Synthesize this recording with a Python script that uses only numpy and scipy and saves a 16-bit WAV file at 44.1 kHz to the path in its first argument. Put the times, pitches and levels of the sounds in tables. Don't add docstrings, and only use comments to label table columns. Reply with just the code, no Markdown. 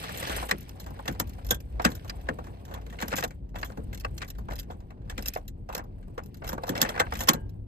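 import sys
import numpy as np
from scipy import signal
from scipy.fft import rfft, irfft, next_fast_len
from scipy.io import wavfile
from scipy.ndimage import map_coordinates

SR = 44100
rng = np.random.default_rng(int(sys.argv[2]) if len(sys.argv) > 2 else 0)


def master_out(mix):
    frames = np.transpose(np.atleast_2d(mix))
    ceiling = np.clip(frames, -1, 1)
    pcm = np.round(ceiling * 32767).astype(np.int16)
    wavfile.write(sys.argv[1], SR, pcm)


N = 338247

# t/s, key blade level/dB, trim level/dB
SCRAPE_LEVELS = [(0.0, -45, -48.5), (0.2, -44.5, -46), (0.33, -38.5, -45), (0.42, -44, -42),
                 (0.47, -55, -58), (0.56, -58.5, -68.5), (0.77, -66, -53.5), (1.05, -63, -57),
                 (1.43, -65, -59), (1.58, -76.5, -73.5), (1.79, -66.5, -49), (1.9, -62.5, -55.5),
                 (2.76, -69.5, -54.5), (3.14, -59, -59), (3.31, -76.5, -72), (3.57, -86, -64),
                 (3.69, -69.5, -56.5), (4.21, -70.5, -63), (5.0, -80, -62), (5.28, -56.5, -65.5),
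                 (5.49, -83, -68), (6.15, -77, -61.5), (6.47, -75, -69), (6.62, -68.5, -50),
                 (6.84, -49.5, -38.5), (6.99, -65.5, -51.5), (7.18, -56.5, -58.5), (7.43, -77, -63.5),
                 (7.67, -85.5, -69.5)]
# f/Hz, relative level/dB
TRIM_COLOUR = [(250, -15), (450, 1), (800, -1.5), (1300, -15.5), (2500, -37.5), (5000, -54)]
BLADE_COLOUR = [(600, -41.5), (1250, -3), (1600, -2), (2050, -3), (2600, -2.5), (3300, -5), (6000, -14),
                (9000, -45.5)]
EDGE_COLOUR = [(3000, -45), (6000, -11.5), (9000, 6), (11000, -3), (13000, 1.5), (14500, -9.5),
               (16000, -22)]
# t/s, boom level/dB, drone level/dB
TRAFFIC_LEVELS = [(0.0, -52.5, -43.5), (0.34, -47.5, -46.5), (2.11, -37.5, -46), (2.43, -44, -46),
                  (4.44, -40, -46.5), (5.64, -46, -47.5), (6.49, -46.5, -44.5), (7.37, -37.5, -46.5),
                  (7.67, -41, -51)]
# f/Hz, relative level/dB
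BOOM_COLOUR = [(10, -120), (22, -48.5), (30, -14.5), (38, -1.5), (55, 4), (75, -3.5), (100, -7),
               (130, -14.5), (200, -38.5), (400, -120)]
DRONE_COLOUR = [(53, -23.5), (90, -7.5), (114, -13), (136, -14.5), (215, -16.5), (279, -29), (336, -24),
                (565, -37), (613, -59), (1500, -81), (1950, -99), (3300, -120)]
# t/s, level/dB
LOW_HUM_LEVELS = [(0, -71.5), (5, -63.5), (7.0, -49), (7.3, -45), (7.67, -47)]

# t/s, base level/dB, hollowness/dB (on trim rather than steel), brightness/dB (thin edges
# touching), base t60/s, clearest pitch f/Hz. A t60 is the time a sound takes to fade by 60 dB.
KNOCKS = [(0.038, -41, 3.5, -8.5, 0.057, 1635), (0.091, -46.5, 4.5, -8.5, 0.074, 1686),
          (0.151, -53, -13, 0.5, 0.084, 2690), (0.173, -50, 1, 7, 0.084, 1854),
          (0.226, -41, 5.5, -7, 0.065, 2047), (0.271, -45, 6.5, -2.5, 0.1, 1698),
          (0.295, -41, -1, -15, 0.14, 1120), (0.377, -45, 8.5, -10.5, 0.069, 1730),
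          (0.426, -47, 11, -10, 0.085, 1080), (0.489, -40, 1.5, -6.5, 0.073, 1066),
          (0.511, -24, -7.5, -14.5, 0.045, 1620), (0.582, -64.5, 3.5, 15, 0.044, 2540),
          (0.606, -63.5, -2.5, 12, 0.074, 1460), (0.627, -66, -3, 10, 0.04, 4500),
          (0.692, -52.5, -4, 4.5, 0.032, 1354), (0.798, -51, -7.5, 4, 0.091, 4130),
          (0.841, -64.5, 0, 5, 0.04, 4000), (0.863, -55.5, 13.5, -3.5, 0.095, 1880),
          (0.905, -66, 20.5, 11.5, 0.037, 1317), (0.944, -66, 6, -27, 0.06, 1260),
          (0.964, -61, 2.5, -21, 0.06, 1690), (0.99, -59, 22, -9.5, 0.047, 1265),
          (1.055, -54, 13.5, -5, 0.088, 1910), (1.078, -34.5, -2, -8.5, 0.066, 1662),
          (1.113, -62, 0, 6.5, 0.03, 3000), (1.124, -60.5, 4.5, 7, 0.06, 950),
          (1.148, -59, 8, -10, 0.053, 1585), (1.194, -48.5, -0.5, 0, 0.04, 1483),
          (1.198, -34, 6.5, 6.5, 0.053, 1024), (1.272, -60, -2, 5.5, 0.06, 1610),
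          (1.294, -60.5, 0.5, 8.5, 0.051, 940), (1.334, -64.5, -7, 7.5, 0.035, 2950),
          (1.383, -65, 16.5, -12, 0.067, 2040), (1.447, -57, 8, 3, 0.06, 5340),
          (1.466, -56.5, -2.5, 12, 0.05, 1470), (1.488, -54, 4.5, 2, 0.078, 1514),
          (1.508, -30.5, 1, 8.5, 0.057, 3570), (1.544, -51, -8.5, 10.5, 0.06, 1494),
          (1.603, -61, 3.5, 9, 0.045, 2760), (1.796, -44, 14.5, -27.5, 0.052, 1084),
          (1.818, -50.5, -3, 0, 0.079, 5330), (1.843, -40, 1, -10, 0.057, 1700),
          (1.848, -22.5, -2, -12, 0.065, 1547), (1.888, -59.5, 3, 6, 0.045, 2300),
          (1.902, -58.5, 2.5, 8, 0.088, 1598), (1.917, -50, -2, -2.5, 0.051, 1330),
          (1.951, -54, 0, 10, 0.068, 1500), (2.045, -63, 17, 2, 0.091, 1135),
          (2.078, -57.5, 0, 1, 0.051, 1333), (2.096, -33, -12, -10, 0.032, 2367),
          (2.171, -74.5, 5, 3, 0.048, 1140), (2.213, -65.5, 0, 4.5, 0.054, 2500),
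          (2.267, -62.5, 12, -17, 0.055, 1970), (2.287, -39.5, 8.5, -22.5, 0.046, 1659),
          (2.386, -59, 19.5, -11.5, 0.06, 993), (2.441, -60, 4, -8, 0.13, 1680),
          (2.468, -62, 11.5, -6, 0.061, 1100), (2.651, -58.5, -4, 0, 0.067, 1602),
          (2.679, -66, 12.5, -7, 0.23, 1760), (2.711, -59.5, 10.5, -14.5, 0.14, 1610),
          (2.739, -47, 5.5, -3.5, 0.062, 1178), (2.772, -68.5, 11, -24, 0.06, 1296),
          (2.813, -65, 4.5, -3, 0.06, 1850), (2.864, -55.5, -2, -7, 0.05, 1482),
          (2.899, -55, -4.5, -8.5, 0.059, 1222), (2.925, -57, 9, -9, 0.098, 1886),
          (2.987, -43, -5.5, -23, 0.047, 2100), (3.001, -46, 4, -7, 0.046, 3850),
          (3.012, -45.5, 2, -2, 0.067, 2300), (3.022, -35, 2.5, -10, 0.056, 874),
          (3.055, -65.5, 10, 7, 0.051, 1547), (3.077, -54.5, 5, -0.5, 0.03, 1900),
          (3.081, -47.5, 1, 8, 0.048, 2775), (3.104, -50.5, -9.5, -7, 0.049, 2440),
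          (3.109, -49.5, -9.5, -10, 0.024, 2005), (3.116, -38, -5.5, -18, 0.04, 2500),
          (3.126, -39.5, 6.5, -20, 0.045, 1400), (3.135, -37, 2, -29, 0.036, 2130),
          (3.156, -47.5, -13, 8.5, 0.06, 2600), (3.164, -38.5, -16.5, 3.5, 0.058, 2440),
          (3.174, -39, -10, 2, 0.036, 2200), (3.18, -45, 7.5, -3.5, 0.04, 1514),
          (3.184, -36.5, -0.5, -6, 0.04, 1928), (3.195, -50, -6, 9, 0.05, 1243),
          (3.205, -45.5, -1, 2.5, 0.04, 2100), (3.225, -38, 4, -17.5, 0.04, 1850),
          (3.237, -38.5, 0.5, 6, 0.04, 1049), (3.239, -34.5, 1.5, -13.5, 0.033, 1954),
          (3.247, -49.5, -9.5, 6, 0.037, 6600), (3.277, -63, -6, 6.5, 0.066, 6350),
          (3.306, -54, -1.5, -10.5, 0.06, 2280), (3.49, -75, 6, 0.5, 0.068, 1910),
          (3.543, -64, 17.5, -18, 0.049, 901), (3.555, -50, 6, -12, 0.11, 2633),
          (3.584, -56.5, 2, 0.5, 0.13, 3415), (3.613, -59.5, 8, 6.5, 0.066, 1162),
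          (3.629, -34, 0.5, -30.5, 0.031, 1702), (3.646, -54.5, 0.5, 5.5, 0.14, 3330),
          (3.698, -61.5, 13, -13, 0.055, 1036), (3.72, -56, 2, -12, 0.036, 1457),
          (3.772, -61.5, 16, -4.5, 0.08, 1007), (3.929, -47, 1.5, -6, 0.053, 2167),
          (3.946, -45, -23, 0, 0.043, 3606), (3.975, -52, -14.5, -1.5, 0.044, 2200),
          (3.999, -55.5, -9, 11, 0.034, 1700), (4.007, -52, -10, 4, 0.04, 4510),
          (4.037, -57.5, 0, -12, 0.035, 1996), (4.047, -35.5, 3.5, -17.5, 0.024, 1841),
          (4.06, -55.5, 7.5, -27, 0.026, 1600), (4.178, -41.5, -16.5, -2.5, 0.041, 4304),
          (4.206, -50.5, -3, -20, 0.04, 2500), (4.217, -36, -9.5, -21.5, 0.04, 2323),
          (4.224, -46, -4.5, -21, 0.07, 1940), (4.246, -55, -4, -4, 0.04, 2570),
          (4.278, -57, -6, 6, 0.03, 5140), (4.283, -62, -4, 10, 0.06, 4350),
          (4.302, -47.5, -8.5, 9.5, 0.038, 1460), (4.35, -63.5, -1.5, -12, 0.06, 3920),
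          (4.383, -66.5, 19, 7.5, 0.09, 4500), (4.485, -55, 15.5, -24.5, 0.046, 955),
          (4.501, -57, 5.5, -9.5, 0.06, 1900), (4.507, -53, 10.5, -8.5, 0.07, 2084),
          (4.52, -55, 11.5, -11, 0.054, 916), (4.533, -56.5, 1, 5, 0.04, 3990),
          (4.555, -57, -4, 12, 0.03, 4070), (4.562, -57, -7, 1, 0.048, 3970),
          (4.581, -53.5, -3, -1, 0.03, 2400), (4.589, -41, -14.5, 7.5, 0.021, 5200),
          (4.596, -46.5, -14.5, 7, 0.06, 4800), (4.629, -62, -2, 0, 0.06, 3730),
          (4.701, -58, 19.5, -14, 0.037, 904), (4.708, -60, 3, -4.5, 0.12, 3360),
          (4.803, -68.5, 8.5, -4, 0.06, 970), (4.905, -61, 9, -15, 0.06, 1913),
          (5.018, -74.5, 11, -14, 0.041, 1920), (5.075, -76, 20.5, -12, 0.07, 895),
          (5.097, -43.5, 0.5, -7, 0.077, 1705), (5.178, -37.5, -6, -10.5, 0.04, 2444),
          (5.189, -48, 4, -8, 0.05, 1554), (5.224, -49.5, -5, 9, 0.039, 4024),
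          (5.246, -60.5, -4, -20.5, 0.04, 2007), (5.258, -37.5, -10, 4.5, 0.04, 5420),
          (5.273, -52, -13.5, 14, 0.03, 12720), (5.279, -50, -10, 12.5, 0.03, 1930),
          (5.283, -37, -13, 15.5, 0.025, 5220), (5.336, -45.5, -13.5, 4, 0.045, 2530),
          (5.35, -51.5, -12, 8.5, 0.025, 2160), (5.36, -46.5, 14.5, -23, 0.037, 709),
          (5.372, -62.5, 9, 9, 0.072, 1075), (5.479, -52.5, -17, 7.5, 0.06, 3995),
          (5.689, -57.5, 18.5, -10.5, 0.14, 2685), (5.726, -54, 1.5, -0.5, 0.077, 1516),
          (5.749, -36.5, 1.5, 7, 0.03, 1060), (5.764, -51, 9.5, 1, 0.04, 2540),
          (5.778, -46, 11, 4.5, 0.034, 934), (5.789, -55.5, 15.5, -13.5, 0.079, 1372),
          (5.839, -73.5, 20, 11, 0.045, 3700), (6.027, -68, 1.5, -17, 0.082, 1600),
          (6.08, -77.5, 13.5, -1, 0.055, 2920), (6.178, -49.5, 14.5, -13.5, 0.063, 1123),
          (6.235, -67.5, -0.5, 11, 0.06, 1720), (6.259, -72, 3, 13.5, 0.068, 4000),
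          (6.343, -56.5, -2.5, 0, 0.046, 4080), (6.37, -67.5, 1.5, 5, 0.067, 4200),
          (6.42, -56, 19.5, -31, 0.034, 895), (6.437, -61, 7, -10, 0.078, 1136),
          (6.443, -49.5, 4.5, -9.5, 0.1, 2200), (6.468, -56.5, 6, 3, 0.044, 2600),
          (6.476, -45, 4.5, 7.5, 0.032, 5220), (6.489, -45, 5.5, 5.5, 0.08, 5360),
          (6.519, -56.5, 13, -17.5, 0.036, 1109), (6.529, -49.5, 11, 4, 0.065, 1032),
          (6.579, -49.5, 21, -14, 0.021, 889), (6.613, -75, 12.5, -12, 0.037, 1524),
          (6.635, -43.5, 14, -7.5, 0.032, 737), (6.656, -60, 11.5, -9.5, 0.04, 810),
          (6.668, -55, 6.5, 0.5, 0.07, 1283), (6.678, -49.5, 15.5, 3.5, 0.04, 750),
          (6.691, -39, 4, 5, 0.059, 1735), (6.718, -60.5, 20.5, -16, 0.06, 499),
          (6.752, -41, 2, -14.5, 0.06, 1904), (6.763, -44, 1.5, -15, 0.054, 1920),
          (6.776, -39.5, 1.5, -4, 0.05, 2294), (6.804, -42.5, 1, -14, 0.06, 1670),
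          (6.815, -28.5, -6.5, 7, 0.063, 7230), (6.824, -33, 1.5, -10.5, 0.05, 1717),
          (6.849, -40, 4.5, -25.5, 0.064, 1825), (6.86, -45, 2, -23.5, 0.046, 2124),
          (6.89, -35, 0, -8.5, 0.054, 3307), (6.917, -55, 7, -25, 0.093, 1520),
          (6.941, -49, 5, -28, 0.05, 1828), (6.951, -50, 4.5, -28, 0.038, 1904),
          (6.961, -45.5, 4.5, -26, 0.04, 2190), (6.976, -43, 5.5, -24, 0.06, 1274),
          (6.993, -39, 3, -15, 0.05, 1588), (6.998, -24, 2, -11.5, 0.054, 2090),
          (7.066, -49.5, 8.5, -35.5, 0.03, 1614), (7.109, -60, -12, -5, 0.04, 5080),
          (7.122, -36, 4.5, -26, 0.031, 901), (7.137, -45.5, -3, 0, 0.051, 3345),
          (7.153, -41, -2.5, -10, 0.054, 1860), (7.169, -59, 7, 9, 0.094, 1574),
          (7.19, -48.5, -1.5, 5, 0.097, 3160), (7.205, -39.5, 4, 3.5, 0.098, 1004),
          (7.235, -49, -1, 10, 0.04, 5300), (7.262, -60, -1.5, -21, 0.05, 1900),
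          (7.273, -40.5, 4, -1, 0.12, 1793), (7.285, -23, -7, 1, 0.045, 1776),
          (7.288, -16.5, -12.5, -3.5, 0.048, 3153), (7.333, -41, 3.5, 4, 0.066, 1380),
          (7.493, -70.5, 2.5, 7, 0.052, 4120)]
BAND_CENTRES = [3400, 170, 740, 1750, 6800, 13000]
BAND_LEVELS = [2.5, -6.5, 1.5, 1, 3.5, 6]
BAND_STRETCH = [0.94, 2.57, 1.73, 1.356, 0.99, 0.67]
BAND_HOLLOW = [0.058, 0.55, 1, 0.25, 0.047, 0.061]
BAND_BRIGHT = [0.19, 0.3, -0.1, -0.2, 0.5, 1]
# f/Hz, relative level/dB
STRUCK_TONES = [(490, 6.5), (720, 0.5), (1130, 2.5), (1600, -2.5), (2070, -2.5), (2630, 4), (3400, -8),
                (4150, 2), (4980, 3.5), (5370, 0.5), (7130, -16.5), (7900, -28), (10300, -17), (11600, -9),
                (12900, -11.5)]
# t/s, f/Hz, level/dB, t60/s
FREE_RINGS = [(0.513, 1932, -15, 0.027), (1.508, 3390, -28, 0.11), (1.507, 6650, -20, 0.042),
              (1.517, 1583, -27, 0.098), (1.852, 1647, -23, 0.099), (2.289, 1860, -21, 0.026),
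              (3.03, 1560, -36.5, .1), (7.0, 850, -26, 0.06), (7.214, 1500, -36, 0.05),
              (7.212, 750, -36, 0.08), (6.999, 2062, -24, 0.072), (7.006, 1552, -23.5, 0.11),
              (7.285, 1097, -14, 0.09), (7.3, 890, -42, 0.45), (7.318, 1610, -45, 0.35),
              (7.299, 2920, -53, 0.35), (7.336, 4080, -37, 0.04)]
# t/s, level/dB
HAND_BUMPS = [(0.514, -25), (1.076, -24), (1.195, -34.5), (1.846, -22.5), (2.289, -26), (3.018, -28.5),
              (3.125, -34), (3.772, -28.5), (5.175, -33), (6.524, -33), (6.691, -21.5), (6.752, -32),
              (6.813, -35), (7.287, -23.5), (7.333, -28)]

# f/Hz, t60/s
CABIN_DECAY = [(200, 0.79), (1500, 0.067), (5000, 0.045), (13000, 0.027)]
# f/Hz, phase/rad
# Above 6.5 kHz a steady ramp colours the stereo treble.
LEFT_PHASE = [(0, 0), (200, -.7), (500, -1.6), (800, -1.9), (1150, -2.15), (1500, -4.2), (2000, -5.5),
              (3000, -8.4), (5000, -14.3), (5600, -15.1), (6000, -15), (6500, -14.2), (15500, -3.14),
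              (18000, 0)]
# f/Hz, level/dB
LEFT_TILT = [(60, 1.2), (350, 2.5), (750, -2.5), (1050, -1), (1500, 4.5), (2200, 2.5), (3200, -3),
             (4000, -1), (6000, -4), (7500, 0)]
# f/Hz, relative level/dB
WIDTH_LEVELS = [(60, -20), (300, -11), (1000, -11), (1500, -7), (2500, -4), (6000, -5), (7800, -19),
                (15000, -17)]


def amp(db):
    return 10 ** (np.asarray(db) / 20)


def unit(x):
    return x / np.sqrt(np.mean(x ** 2) + 1e-20)


def along(points, hz):
    f, values = np.transpose(points)
    return np.interp(np.log(hz + 1), np.log(f + 1), values)


def curves(rows):
    times, *columns = np.transpose(rows)
    return [np.interp(np.arange(N) / SR, times, column) for column in columns]


def wobble(rate):
    return map_coordinates(rng.standard_normal(int(N * rate / SR) + 4), [np.arange(N) * rate / SR])


def filtered(x, response):
    size = next_fast_len(N + SR // 2)
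    return irfft(rfft(x, size) * response(np.fft.rfftfreq(size, 1 / SR)), size)[..., :N]


def noise(colour, grain_db, grain_rate):
    grains = amp(grain_db * wobble(grain_rate)) * rng.standard_normal(N)
    return unit(filtered(grains, lambda hz: amp(along(colour, hz))))


def tone(hz, waver_hz):
    return np.sqrt(2) * np.sin(2 * np.pi * np.cumsum(hz + waver_hz * wobble(6.1)) / SR)


def scatter(x, decays=None):
    hz, t, spectrum = signal.stft(x, SR, nperseg=256)
    power = np.abs(spectrum) ** 2
    if decays:
        linger = amp(-60 * t[:64] / along(decays, hz)[:, None]) ** 2
        linger /= linger.sum(axis=1, keepdims=True)
        power = np.abs(signal.fftconvolve(power, linger, axes=1))[:, :len(t)]
    phases = np.exp(2j * np.pi * rng.random(spectrum.shape))
    smeared = signal.istft(np.sqrt(power) * phases, SR, nperseg=256)[1][:N]
    return unit(smeared) * np.std(x)


def scrape(edge_offset_db=-6.5):
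    blade_db, trim_db = curves(SCRAPE_LEVELS)
    catch = np.minimum(wobble(70) ** 2, 4) - 1
    trim = amp(trim_db + catch) * noise(TRIM_COLOUR, grain_db=-2.5, grain_rate=50)
    blades = amp(blade_db + 0.5 * catch) * noise(BLADE_COLOUR, grain_db=2.5, grain_rate=250)
    edge_db = blade_db + edge_offset_db + 3.6 * catch + 2.2 * wobble(12)
    edges = amp(edge_db) * noise(EDGE_COLOUR, grain_db=1.5, grain_rate=670)
    return trim + blades + edges


def traffic():
    boom_db, drone_db = curves(TRAFFIC_LEVELS)
    boom = amp(boom_db) * noise(BOOM_COLOUR, grain_db=3.5, grain_rate=8)
    drone = amp(drone_db) * noise(DRONE_COLOUR, grain_db=2.0, grain_rate=14)
    return boom + drone


def hums():
    low_db, = curves(LOW_HUM_LEVELS)
    low = amp(low_db + 1.5 * wobble(15)) * tone(hz=103, waver_hz=3.0)
    high = amp(-62) * tone(hz=272, waver_hz=1.5)
    return low + high


def engine(run_hz=56, idle_hz=33.5, slows_at_s=2.8, settle_s=1.1, fades_at_s=5.1):
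    t = np.arange(N) / SR
    firing_hz = idle_hz + (run_hz - idle_hz) * np.exp(-np.maximum(t - slows_at_s, 0) / settle_s)
    level_db = np.interp(t, [fades_at_s, N / SR], [-48.5, -54])
    return amp(level_db + 2.5 * wobble(5.3)) * tone(firing_hz, waver_hz=0.65)


def knocks(base_rise_s=0.0011, base_first_s=0.00084):
    t = np.arange(SR // 8) / SR
    stretch = np.array(BAND_STRETCH)[:, None]
    swell = 1 - np.exp(-(t / (base_rise_s * stretch)) ** 2)
    first_contact = 1 + 0.34 * np.exp(-t / (base_first_s * stretch))
    loudness, ringing = np.zeros((len(BAND_CENTRES), N + SR)), np.zeros(N + SR)
    for start_s, level, hollow, bright, t60, clear_hz in KNOCKS:
        at = round(start_s * SR)
        colour_db = hollow * np.array(BAND_HOLLOW) + bright * np.array(BAND_BRIGHT)
        band_db = level + colour_db + BAND_LEVELS
        fade = amp(band_db[:, None] - 60 * t / (t60 * stretch))
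        loudness[:, at:at + len(t)] += fade * swell * first_contact
        ring = struck_ring(band_db, clear_hz, clear_t60=0.7 * t60)
        ringing[at:at + len(ring)] += ring * swell[0, :len(ring)]
    loudness[1] += hand_thuds()
    contacts = unit(amp(3 * wobble(1500)) * rng.standard_normal(N))
    return ringing[:N] + filtered(loudness[:, :N] * contacts, band_filters).sum(axis=0)


def band_filters(hz, late_cycles=0.84):
    rows = []
    for own in BAND_CENTRES:
        corners = [(70, 0), (17000, 0)] + [(centre, centre == own) for centre in BAND_CENTRES]
        rows.append(along(sorted(corners), hz))
    gains = np.array(rows)
    delay = np.exp(-2j * np.pi * hz * late_cycles / np.array(BAND_CENTRES)[:, None])
    return delay * gains / np.sqrt(np.mean(gains ** 2, axis=1, keepdims=True))


def struck_ring(band_db, clear_hz, clear_t60, ring_db=-6, uneven_db=4, detune=0.029, stand_out_db=2):
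    t = np.arange(SR // 20) / SR
    tone_hz, tone_db = np.array(STRUCK_TONES).T[..., None]
    t60 = 0.05 * (1000 / tone_hz) ** 0.35
    strength, bend, phase = rng.standard_normal((3, len(STRUCK_TONES), 1))
    strike = sorted(zip(BAND_CENTRES, band_db))
    level_db = along(strike, tone_hz) + tone_db + ring_db + uneven_db * strength
    pitch_hz = tone_hz * (1 + detune * bend)
    tones = amp(level_db - 60 * t / t60) * np.sin(2 * np.pi * (pitch_hz * t + phase))
    clear_db = along(strike, clear_hz) + stand_out_db
    clear = amp(clear_db - 60 * t / clear_t60) * np.sin(2 * np.pi * clear_hz * t)
    return tones.sum(axis=0) + clear


def free_rings(rise_s=0.00019):
    out, t = np.zeros(N + SR), np.arange(SR // 3) / SR
    swell = 1 - np.exp(-t / rise_s)
    for start_s, hz, db, t60 in FREE_RINGS:
        out[round(start_s * SR):][:len(t)] += amp(db - 60 * t / t60) * swell * np.sin(2 * np.pi * hz * t)
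    return out[:N]


def hand_thuds(rise_s=0.0064, t60=0.14):
    loudness, t = np.zeros(N + SR), np.arange(SR // 8) / SR
    swell = 1 - np.exp(-(t / rise_s) ** 2)
    for start_s, db in HAND_BUMPS:
        loudness[round(start_s * SR):][:len(t)] += amp(db - 60 * t / t60) * swell
    return loudness


def stereo(x):
    def left_and_right(hz):
        phase = np.interp(hz, *np.transpose(LEFT_PHASE))
        left = amp(along(LEFT_TILT, hz) / 2) * np.exp(0.5j * phase)
        return np.array([left, 1 / left])
    width = filtered(scatter(x), lambda hz: amp(along(WIDTH_LEVELS, hz)))
    return filtered(np.array([x + width, x - width]), left_and_right)


def scene():
    keys = knocks() + free_rings() + scrape()
    cabin_echo = amp(-17.5) * scatter(keys, CABIN_DECAY)
    outside = traffic() + hums() + engine()
    return stereo(keys + cabin_echo + outside)


def record(dry):
    ceiling, top_hz = 0.9, 16300
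    roll_off = [(14000, 0.5), (15300, 0), (15800, -17), (16300, -31)]  # f/Hz, level/dB
    rounded = dry / (1 + np.abs(dry / ceiling) ** 4) ** 0.25
    return filtered(rounded, lambda hz: amp(along(roll_off, hz)) * (hz < top_hz))


dry = scene()
out = record(dry)
master_out(out)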